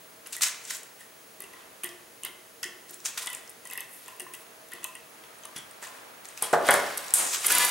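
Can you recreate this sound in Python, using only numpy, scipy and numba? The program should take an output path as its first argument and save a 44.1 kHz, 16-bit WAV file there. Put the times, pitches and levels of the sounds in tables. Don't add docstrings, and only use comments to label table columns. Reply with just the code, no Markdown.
import sys
import numpy as np
from scipy import signal
from scipy.fft import rfft, irfft, next_fast_len
from scipy.io import wavfile
from scipy.ndimage import uniform_filter1d
from numba import njit

SR = 44100
rng = np.random.default_rng(int(sys.argv[2]) if len(sys.argv) > 2 else 0)


def magnitude_from_level(level_db):
    exponent = np.asarray(level_db, float) / 20
    return 10 ** exponent


def bounce(signal):
    frames = np.transpose(np.atleast_2d(signal))
    limited = np.clip(frames, -1, 1)
    pcm = np.round(limited * 32767).astype(np.int16)
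    wavfile.write(sys.argv[1], SR, pcm)


N = 339657


def level(x, db):
    return x * magnitude_from_level(db) / np.sqrt(np.mean(x ** 2))


def peak(x, db):
    return x * magnitude_from_level(db) / np.abs(x).max()


def add(out, s, x):
    i = int(s * SR)
    out[i:i + len(x)] += x[:N - i]


def high(x, hz):
    return signal.sosfilt(signal.butter(3, hz, "high", fs=SR, output="sos"), x)


@njit
def svf(x, hz, damping):
    y = np.empty(len(x))
    b, l = 0., 0.
    for i in range(len(x)):
        g = np.tan(np.pi * hz[i] / SR)
        v = (b + g * (x[i] - l)) / (1 + g * (g + damping))
        b, l, y[i] = 2 * v - b, l + 2 * g * v, damping * v
    return y


def band(x, hz, width_hz):
    return svf(x, np.full(len(x), 1. * hz), width_hz / hz)


def on_axis(points, size):
    hz, db = np.transpose(points)
    bins_hz = np.fft.rfftfreq(size, 1 / SR)
    return magnitude_from_level(np.interp(np.log(bins_hz + 1), np.log(hz), db))


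def ring(hz, db, t60, phase, seconds):
    t = np.arange(int(seconds * SR))[:, None] / SR
    modes = np.sin(2 * np.pi * hz * t + phase) * np.exp(-np.log(1000) * t / t60)
    return (magnitude_from_level(db) * modes).sum(axis=1)


def burst(rise_s, fall_s, noise):
    t = np.arange(len(noise)) / SR
    return noise * (1 - np.exp(-t / rise_s)) * np.exp(-t / fall_s)


def walk(rate):
    k = int(SR / rate)
    held = np.repeat(rng.standard_normal(N // k + 1), k)
    return 1.3 * uniform_filter1d(uniform_filter1d(held, k), k)[:N]


def grit(spread_db):
    size_db = spread_db * np.minimum(rng.exponential(size=N), 4)
    return level(rng.standard_normal(N) * magnitude_from_level(size_db), 0)


# f/Hz, level/dB per Hz
SHOP = [(20, -17), (62, -12), (120, -3), (400, 2), (800, -1.5), (2000, -3.5), (3300, -7), (15000, -10.5)]
# f/Hz, level/dB
SHOP_SIDE = [(60, -26), (250, -6.5), (1200, 0), (4400, -6), (8100, -6), (15000, -12.5)]
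# f/Hz, width/Hz, level/dB
HUMS = [(466, 10, -67), (641, 6, -66), (6450, 250, -70), (9800, 300, -66), (10700, 500, -66)]


def shop():
    size = next_fast_len(N)
    mid, side = rfft(rng.standard_normal((2, size))) * on_axis(SHOP, size)
    mid = irfft(mid, size)[:N]
    side = irfft(side * on_axis(SHOP_SIDE, size), size)[:N]
    out = level(np.array([mid + side, mid - side]), -52) * magnitude_from_level(0.021 * walk(0.6))
    for hz, width_hz, db in HUMS:
        out = out + level(band(rng.standard_normal(N), hz, width_hz), db)
    whistle_hz, whistle_db = 15735, -63.5
    whistle = np.sqrt(2) * np.sin(2 * np.pi * whistle_hz * np.arange(N) / SR)
    return out + magnitude_from_level(whistle_db + 2.9 * walk(8)) * whistle


# t/s, level/dB
HANDS = [(0, -66.5), (1.4, -69), (1.6, -58), (2.2, -87), (3.3, -62), (5.2, -60), (7.1, -49.5), (7.2, -38.5),
         (7.402, -48.5), (7.7, -65)]


def hands():
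    s, db = np.transpose(HANDS)
    cloth = np.array([band(band(grit(5.1), 910, 2000), 910, 2000) for _ in range(2)])
    swell_db = np.interp(np.arange(N) / SR, s, db) + 2 * walk(11) + 4.5
    return magnitude_from_level(swell_db) * level(cloth, 0)


# t/s, peak level/dB
JOLTS = [
    (6.531, -38),
    (6.687, -35),
    (7.141, -42),
]


def jolts():
    out = np.zeros(N)
    for s, peak_db in JOLTS:
        add(out, s, magnitude_from_level(peak_db) * np.hanning(int(0.0031 * SR)))
    return high(out, 22)


# t/s, peak level/dB, push/ms
KNOCKS = [
    (5.56, -39, 4.5),
    (5.825, -33.5, 0.14),
    (6.422, -26.5, 0.81),
    (6.531, -7, 0.69),
    (6.688, -4.5, 0.22),
    (6.709, -15.5, 0.12),
    (6.74, -13.5, 0.42),
    (7.136, -36, 0.36),
]
# f/Hz, level/dB
BENCH = [(71, -38), (160, -20.5), (420, -3.5), (844, 6), (1070, 0), (1900, 5.5), (5000, -43), (11000, -120)]
# f/Hz, level/dB
PLANK = [(409, -3), (472, 0), (574, -2), (706, 0), (810, 0), (850, 1), (952, -1), (1060, -1), (1192, -3),
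         (1580, -6), (1703, -1), (1800, -4), (1955, -2)]


def bench():
    out = np.zeros(N)
    shape_hz, shape_db = np.transpose(BENCH)
    strong_hz, strong_db = np.transpose(PLANK)
    hz = np.linspace(130, 4200, num=150) + 9 * rng.standard_normal(size=150)
    db = np.interp(np.log(hz), np.log(shape_hz), shape_db)
    t60_s = 0.11 * (500 / hz) ** 0.14
    chance = rng.standard_normal((len(KNOCKS), 2, len(hz)))
    for (s, peak_db, push_ms), c in zip(KNOCKS, chance):
        wood = ring(hz, db + 1.6 * c[0], t60_s, 1.7 * c[1], .3)
        plank_hz = strong_hz * (1 + 0.012 * c[1, :len(PLANK)])
        plank_db = strong_db + 2.5 + 2 * c[0, :len(PLANK)]
        wood = wood + ring(plank_hz, plank_db, 0.13, 0, .3)
        wood = wood * np.clip(np.arange(len(wood)) / SR / 0.0006, 0, 1)
        push = np.hanning(3 + int(push_ms * SR / 1000))
        add(out, s, peak(np.convolve(wood, push), peak_db))
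    return out


# t/s, peak level/dB, f/Hz
THUMPS = [(1.401, -45.5, 390), (1.44, -47, 405), (1.844, -39, 357), (1.892, -48, 350), (1.965, -56, 345),
          (2.243, -49, 388), (2.299, -52, 356), (2.656, -41.5, 364), (2.911, -46, 360), (3.388, -50, 396),
          (3.783, -47, 403), (4.202, -47.5, 388), (4.223, -43.5, 362), (4.742, -44, 352), ]
# multiple of f, level/dB, t60/s
VISE = [(1, 5, .13), (1.09, -13, .1), (1.95, 0, 0.088)]


def vise():
    out = np.zeros(N)
    ratio, db, t60 = np.transpose(VISE)
    for (s, peak_db, hz), c in zip(THUMPS, rng.standard_normal((len(THUMPS), len(VISE)))):
        jaws = ring(hz * ratio, db + 3 * c, t60, 0, 0.25)
        add(out, s - .003, peak(np.convolve(jaws, np.hanning(60)), peak_db))
    return out


# t/s, f/Hz
GRAIN = [(.35, 7850), (.42, 6960), (.78, 7400), (1.4, 10300), (2.3, 10570), (3.05, 6750), (3.3, 8600),
         (3.95, 10700), (4.85, 9700), (5.8, 8200), (6.43, 8600), (6.72, 9000), (7.15, 9000), (7.35, 7000),
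         (7.46, 8200), (7.7, 8400)]


def hiss_centre():
    return np.interp(np.arange(N) / SR, *np.transpose(GRAIN))


# t/s, level/dB
DRAG = [(7.449, -33), (7.475, -37), (7.505, -25.5), (7.53, -29.5), (7.57, -29), (7.588, -29),
        (7.605, -28.5), (7.645, -28), (7.66, -33.5)]
# f/Hz, width/Hz, level/dB
JAW = [(980, 14, -5), (1195, 20, -10), (1450, 30, -9), (1717, 16, 0), (2017, 14, -6), (2380, 20, -10),
       (2411, 14, -10), (2680, 40, -12), (2950, 30, -12), (3280, 25, -11), (3670, 30, -10), (4035, 16, -12),
       (4577, 14, -8), (6919, 18, -8)]


def dragging():
    t, hz = np.arange(N) / SR, hiss_centre()
    press = magnitude_from_level(np.interp(t, *np.transpose(DRAG), left=-200))
    slips = grit(2.6) * magnitude_from_level(1.2 * walk(200) + .7 * walk(60))
    sing_s = 7.49
    bite = np.clip((t - sing_s) / .05, 0, 1)
    lines = 0
    for f, w, db in JAW:
        waver = magnitude_from_level(db + 2.0 * walk(3 * w))
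        lines = lines + waver * np.sin(2 * np.pi * f * t + .8 * walk(3 * w))
    dull = level(band(slips, 2440, 9100), 0.22)
    bright = level(svf(svf(slips, hz, 1.1), hz, 1.1), 0)
    return press * (magnitude_from_level(-5.5) * bright + magnitude_from_level(2.0) * (bite * level(lines, -1.5) + dull))


# f/Hz, level/dB, t60/s
SHANK = [(9120, -35, .15), (9330, -31, .22), (9480, -32, .2), (9690, -35, .14)]
# t/s, peak level/dB, f/Hz, t60/s
PINGS = [(5.386, -44, 9000, .03), (5.435, -41.5, 6280, .03), (5.453, -44, 6250, .04),
         (5.453, -42, 8960, 0.056), (5.564, -35, 10050, 0.083), (5.562, -39, 5750, .05),
         (5.58, -39, 8700, 0.028), (7.439, -40, 9000, .15), (7.553, -18, 10660, 0.042),
         (7.652, -26, 12200, .25), (7.652, -19, 10650, 0.087)]


def shank():
    out = np.zeros(N)
    add(out, 6.424, ring(*np.transpose(SHANK), 0, .3))
    for s, peak_db, hz, t60 in PINGS:
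        pair_hz = hz * np.array([1, 1.006])
        add(out, s, ring(pair_hz, peak_db - np.array([3, 9]), t60, 0, .1))
    return out


def strokes(rows):
    slope_db = 20
    body_fall = 0.55
    t = np.arange(N) / SR
    hiss, body = np.full((2, N), -200.)
    for s, hiss_db, rel_db, rise_s, fall_s in rows:
        late = np.maximum(t - s, 0) / fall_s
        db = hiss_db - slope_db * np.maximum(s - t, 0) / rise_s
        hiss = np.maximum(hiss, db - slope_db * late)
        body = np.maximum(body, db + rel_db - slope_db * late / body_fall)
    return magnitude_from_level(hiss), magnitude_from_level(body)


def in_hole(s):
    grip_s, out_s = .95, 5.5
    let_go_s, regrip_s = 2.95, 3.25
    return (s > grip_s) & (s < out_s) & ~((s > let_go_s) & (s < regrip_s))


# t/s, hiss level/dB, body minus hiss/dB, rise/s, fall/s
RUBS_IN = [(.262, -48.5, 6, 0.0053, 0.073), (.328, -24, -15.5, 0.0065, 0.075),
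           (.353, -29.5, -10, 0.036, 0.021), (.409, -45.5, 18, 0.0014, 0.03),
           (.42, -8.5, -21.5, 0.0052, 0.072), (.435, -16, -8.5, 0.013, 0.05), (.47, -35.5, 3, 0.037, 0.052),
           (.699, -28, -17.5, 0.076, 0.046), (.707, -31, 1.5, 0.003, 0.034),
           (.755, -24.5, -22, 0.15, 0.057), (1.01, -41, -8, 0.052, 0.09), (1.406, -54.5, 6, 0.018, 0.25),
           (1.535, -35, -7, .005, 0.0065), (1.6, -64, 10, 0.17, 0.19), (1.836, -46.5, 10.5, 0.0015, 0.12),
           (2.234, -52.5, 10, 0.0073, 0.071), (2.251, -45, 14, 0.0066, 0.06),
           (2.634, -29.5, -2.5, 0.0029, 0.054), (2.897, -33.5, -15, 0.018, 0.034),
           (2.942, -35, -14, 0.035, 0.015)]
RUBS_OUT = [(3.058, -20, -10, 0.011, 0.051), (3.09, -42.5, 5, 0.04, 0.022),
            (3.177, -25, -5.5, 0.0049, 0.067), (3.225, -26.5, -15, 0.041, 0.063),
            (3.276, -38.5, 12, 0.015, 0.016), (3.35, -37, -8.5, 0.45, 0.1), (3.658, -41, -7, 0.03, 0.13),
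            (3.732, -36.5, -0.5, 0.029, .03), (3.777, -47, 6.5, 0.0056, 0.081),
            (3.82, -40.5, -1, 0.091, 0.018), (3.946, -30.5, -53, 0.11, 0.16),
            (4.08, -42.5, -4.5, 0.069, 0.2), (4.205, -28.5, -5, .009, 0.0076),
            (4.342, -32, -5.5, 0.0095, 0.021), (4.41, -37, -35, 0.084, .066), (4.72, -54, 11, 0.0084, 0.19),
            (4.848, -28.5, -4, 0.021, 0.0057), (5.238, -40, 0.5, 0.0051, 0.025),
            (5.457, -45, 4.5, 0.031, 0.012)]
RUBS_FREE = [(5.563, -43, 7, 0.01, 0.074), (5.83, -42, -1.5, 0.019, 0.29), (6.255, -40.5, -1, 0.018, 0.02),
             (6.286, -48.5, -0.5, .012, 0.22), (6.377, -41.5, -2, 0.023, 0.096),
             (6.425, -33.5, 0.5, 0.013, 0.2), (6.534, -41.5, 17, 0.0052, 0.048),
             (6.692, -36, 7, 0.091, 0.12), (6.712, -30, 8.5, 0.0061, 0.13), (6.743, -30.5, 3, .005, 0.15),
             (6.8, -43.5, 7.5, .1, 1), (6.977, -28.5, -22, 0.0091, 0.02), (7.03, -39, -11, 0.04, 0.77),
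             (7.144, -7.5, -43, .004, 0.34), (7.197, -9, -35, 0.033, 0.099),
             (7.346, -24.5, 0.5, 0.022, 0.03), (7.452, -33, 3.5, 0.051, 0.011)]
WRENCH_HZ = [1040, 1170, 1450, 1820, 1950, 2020, 2130, 2550, 2660, 2800, 3020, 3120, 3300, 3450]
# level/dB, t60/s
WRENCH = [(-2, .032), (-3, .035), (-3, .04), (-3, .07), (2, .048), (-6, .05), (-8, .14), (-4, .04),
          (-1, .036), (-2, .045), (0, .06), (-3, .11), (-2, .14), (-4, .05)]


def rubbing():
    hiss, body = strokes(RUBS_IN + RUBS_OUT + RUBS_FREE)
    hz = hiss_centre()
    slips = grit(2.8) * magnitude_from_level(1.7 * walk(250))
    dull = level(high(band(slips, 1730, 1800), 836), 0)
    modes = sum(magnitude_from_level(db) * band(slips, f, 6 / t60) for f, (db, t60) in zip(WRENCH_HZ, WRENCH))
    ringing = level(modes, 0)
    through = np.clip(1.4 * body / (hiss + 1e-9), 0, .93) * in_hole(np.arange(N) / SR)
    bright = level(svf(svf(slips, hz, 0.74), hz, 0.73), 0)
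    broad = level(high(band(slips, 3420, 8100), 1770), -5.5)
    broad = (1 - through) * np.sqrt(hiss * body) * broad
    low = body * ((1 - through) * dull + through * ringing)
    return magnitude_from_level(-17.5) * hiss * bright + broad + magnitude_from_level(-3.5) * low


# t/s, peak level/dB, freest f/Hz
RINGS = [(1.4044, -47, 1070), (1.5384, -45, 1020), (1.836, -47, 1070), (2.6309, -35.5, 1520),
         (3.1745, -32, 1410), (3.238, -40, 1030), (3.6553, -42, 1030), (4.085, -37, 1040),
         (4.266, -38, 1060), (4.7292, -45, 1550), (4.7842, -42, 999), (4.8522, -33, 1020),
         (5.4558, -39, 1170), (5.8273, -47, 1110), (5.8684, -37, 942),
         (0.3664, -36.5, 1970), (1.0074, -41, 1940), (1.4082, -46, 1970), (1.4236, -41, 1980),
             (1.5384, -41, 1920), (1.8374, -46, 1830), (1.8488, -29.5, 1900), (2.2564, -42, 1960),
             (2.631, -36, 1820), (2.6428, -28, 1800), (3.175, -31.5, 1800), (3.2236, -42, 1920),
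             (3.2756, -34, 1950), (3.3052, -36, 1950), (3.3338, -47, 1960), (3.3706, -39, 1950),
             (3.6564, -39.5, 1950), (3.7147, -35, 1980), (3.735, -43, 1950), (3.7555, -35, 1970),
             (3.7796, -29, 1980), (3.8056, -48, 2000), (3.82, -47, 1950), (4.082, -41, 1880),
             (4.2088, -38, 1830), (4.2677, -41, 1840), (4.342, -43, 1970), (4.7202, -37, 1910),
             (4.7329, -35, 1930), (4.8264, -45, 1930), (4.9558, -39.5, 1900), (5.569, -41, 1950),
             (5.8394, -39.5, 1840),
         (0.2614, -40, 2770), (1.441, -38.5, 2680), (1.835, -31, 2400), (1.8395, -31.5, 3030),
              (2.2354, -34.5, 2800), (2.2507, -37, 2910), (2.2686, -37, 3120), (2.63, -35, 3040),
              (2.6422, -45, 2810), (2.6597, -34, 2820), (2.7077, -47, 2970), (3.174, -45, 3460),
              (3.2718, -37, 3500), (3.3025, -37, 2960), (3.335, -35, 2610), (3.6616, -48, 3100),
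              (3.7013, -36, 2570), (3.778, -31.5, 2630), (3.7924, -36, 2670), (3.816, -46, 2710),
              (4.082, -41, 2560), (4.199, -36.5, 2860), (4.2, -38, 2660), (4.3392, -36.5, 2770),
              (4.7835, -49, 3130), (4.8314, -40, 2700), (4.845, -30, 2640), (4.953, -37, 2700),
              (5.233, -54, 3430), (5.4356, -46, 3060), (5.563, -35, 3500), (5.5867, -38, 3500),
              (5.8707, -42, 2540), (6.3765, -34.5, 2400),
         (.35, -46, 1950), (.378, -38, 1950), (1.851, -40, 3180), (2.259, -48, 3270),
              (2.265, -40, 2130), (2.642, -33, 2970), (2.66, -41, 2130), (3.175, -35, 1500),
              (6.425, -34, 3230), (6.426, -26, 1100), (6.69, -25, 3500), (6.715, -26, 3020),
              (7.445, -27, 2240), (7.446, -30, 1260), (7.452, -29, 3450), (7.504, -19, 1520)]


def wrench():
    out, hz = np.zeros(N), np.array(WRENCH_HZ)
    db, t60 = np.transpose(WRENCH)
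    rows = RINGS
    for (s, peak_db, free_hz), c in zip(rows, rng.standard_normal((len(rows), 4, len(hz)))):
        held_db = db - 80 * np.abs(np.log2(hz / free_hz))
        body = ring(hz * (1 + .005 * c[0]), held_db + 1.5 * c[1], t60 * magnitude_from_level(1.5 * c[2]), 2 * c[3], .2)
        body = body + ring(hz * (1 + .03 * c[2]), held_db - 3, t60 / 2, 2 * c[1], .2)
        swell = 1 - np.exp(-np.arange(len(body)) / SR / 0.00052)
        add(out, s - .001, peak(body * swell, peak_db - 1.5))
    return out


# t/s, peak level/dB, f/Hz
TICKS_IN = [(0.2717, -27.5, 11100), (.308, -42, 6800), (.325, -30, 8900), (.411, -30, 3950),
            (0.435, -15, 6850), (0.366, -23, 9500), (0.383, -32, 9800), (0.4842, -17, 7930),
            (0.652, -29, 7240), (.7052, -21.5, 6300), (.7085, -22, 6960), (.64, -37, 9100),
            (.747, -34, 14000), (.768, -28, 10400), (.833, -31.5, 8800), (1.0084, -35, 10600),
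            (1.405, -22, 10940), (1.4214, -29, 10200), (1.439, -36, 7940), (1.834, -36, 9400),
            (1.836, -21, 9600), (1.8426, -29, 10800), (1.844, -16, 10900), (1.861, -28, 10500),
            (1.891, -32.5, 6260), (1.917, -47, 6300), (2.2348, -22, 8740), (2.25, -17.5, 11000),
            (2.6308, -22, 9200), (2.632, -22.5, 5240), (2.641, -20, 8300), (2.896, -34, 7800),
            (2.909, -30, 11900), (2.943, -30.5, 9300), (3.003, -36, 6600)]
TICKS_OUT = [(3.052, -20, 7600), (3.058, -16, 7200), (3.064, -21, 7700), (3.073, -26, 7500),
             (3.177, -26, 6640), (3.261, -21, 9550), (3.2714, -20.5, 7930), (3.3312, -23, 9500),
             (3.349, -22, 8370), (3.302, -26, 10800), (3.477, -36, 6050), (3.495, -32, 9000),
             (3.502, -30.5, 10800), (3.6543, -29, 8200), (3.673, -30, 8950), (3.7003, -28.5, 8600),
             (3.711, -27, 10900), (3.724, -33, 7840), (3.756, -37, 9500), (4.165, -40, 10600),
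             (3.7345, -21.5, 10100), (3.7761, -20.5, 10800), (3.8059, -22.5, 10260), (4.0612, -34, 7900),
             (4.0816, -29.5, 9100), (4.198, -24, 9900), (4.2042, -26.5, 9050), (4.219, -28.5, 9700),
             (4.3373, -29, 9500), (4.35, -32, 9900), (4.687, -37, 9450), (4.719, -32, 9800),
             (4.832, -35, 7800), (4.735, -26.5, 9800), (4.843, -12, 10440), (4.872, -37, 9900),
             (4.953, -28, 9850), (5.435, -39, 7400), (5.4538, -27.5, 10200)]
TICKS_FREE = [(5.563, -27, 11000), (5.568, -32, 9100), (5.582, -31, 9000), (5.586, -31, 9300),
              (5.7123, -36, 9750), (5.828, -28, 7650), (5.834, -36, 7500), (5.84, -30, 7700),
              (5.858, -45, 5870), (5.871, -34, 7450), (6.255, -30, 6550), (6.2875, -30.5, 7630),
              (6.376, -27.5, 7300), (6.424, -8.5, 9330), (6.426, -12, 9900), (6.5294, -19.5, 8100),
              (6.669, -19.5, 10100), (6.688, -12, 8400), (6.6877, -19, 3860), (6.7084, -3.5, 10380),
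              (6.7406, -5.5, 9970), (6.975, -16.5, 10900), (6.98, -14.5, 8240), (7.083, -24, 6100),
              (7.107, -23, 7700), (7.1387, -3.5, 8820), (7.1383, -24, 3170), (7.139, -33, 1500),
              (7.1384, -8, 12800), (7.142, -9, 9000), (7.141, -12, 8900), (7.1426, -19, 12700),
              (7.147, -13, 8100), (7.169, -14, 9500), (7.1975, -14, 9650), (7.4634, -9, 9900),
              (7.4673, -5, 11180), (7.52, -8.5, 11200), (7.5246, -8, 9900), (7.551, -9.5, 10000),
              (7.584, -5.5, 10100), (7.6496, -7, 10350)]
# f/Hz, level/dB
TAP = [(5190, -16), (6300, -12), (9200, -8), (12700, -9)]


def tap():
    out = np.zeros(N)
    rows = TICKS_IN + TICKS_OUT + TICKS_FREE
    tap_hz, tap_db = np.transpose(TAP)
    for (s, peak_db, tick_hz), c in zip(rows, rng.standard_normal((len(rows), 240))):
        spread = np.linspace(-1.6, 1.6, num=24) + 0.095 * c[:24]
        octaves = .3 if s < 5.5 else .2
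        cluster_hz = np.clip(tick_hz * 2 ** (octaves * spread), 1200, 15400)
        cluster_db = 2.5 * c[24:48] - 4.5 * spread ** 2
        modes = high(ring(cluster_hz, cluster_db, 0.009, 1.5 * c[48:72], .04), .5 * tick_hz)
        if in_hole(s):
            modes = modes + ring(tap_hz * (1 + 0.016 * c[-4:]), tap_db + 3 * c[-8:-4], .022, 0, .04)
        chatter = burst(0.0001, 0.001 * magnitude_from_level(2.5 * c[72]), c[73:])
        chatter[0] = 4.5
        add(out, s - .0004, peak(np.convolve(modes, chatter), peak_db))
    return out


# f/Hz, level/dB
NEAR_SIDE = [(60, -37), (400, -20), (1500, -16.5), (4400, -9), (8100, -11), (15000, -18)]


def ports(x):
    size = next_fast_len(N + 512)
    scatter = burst(0.00029, 0.0023, rng.standard_normal(size=400))
    scatter = rfft(scatter / np.linalg.norm(scatter), size)
    side = irfft(rfft(x, size) * scatter * on_axis(NEAR_SIDE, size), size)[:N]
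    return np.array([x + side, x - side])


# f/Hz, t60/s
ROOM = [(150, 0.72), (600, 0.72), (2000, 0.29), (6000, 0.16), (13000, 0.067)]


def room(x):
    t, tail = np.arange(SR // 2 + SR // 4) / SR, 0
    for hz, t60 in ROOM:
        noise = np.array([band(rng.standard_normal(len(t)), hz, 3.6 * hz) for _ in range(3)])
        tail = tail + (noise[0] + 0.53 * noise[1:]) * np.exp(-np.log(1000) * t / t60)
    tail = tail * np.clip(t / 0.019, 0, 1)
    return signal.fftconvolve(x[None], tail / np.sqrt((tail ** 2).sum() / 2))[:, :N]


def scene():
    small = high(tap() + wrench() + rubbing() + shank(), 250)
    large = high(bench() + dragging() + vise(), 123)
    near = small + large
    balance = magnitude_from_level(np.array([[.2], [-.2]]))
    return ports(near) * balance + magnitude_from_level(-7.5) * room(near) + jolts() + hands() + shop()


def roll_off(x):
    return signal.sosfilt(signal.butter(12, 16990, fs=SR, output="sos"), x)


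def record(dry):
    soft = .9 * np.tanh(dry / .9)
    top_hz = 15800
    cut = signal.sosfilt(signal.ellip(12, .3, 30, top_hz, fs=SR, output="sos"), soft)
    return roll_off(cut)


dry = scene()
out = record(dry)
bounce(out)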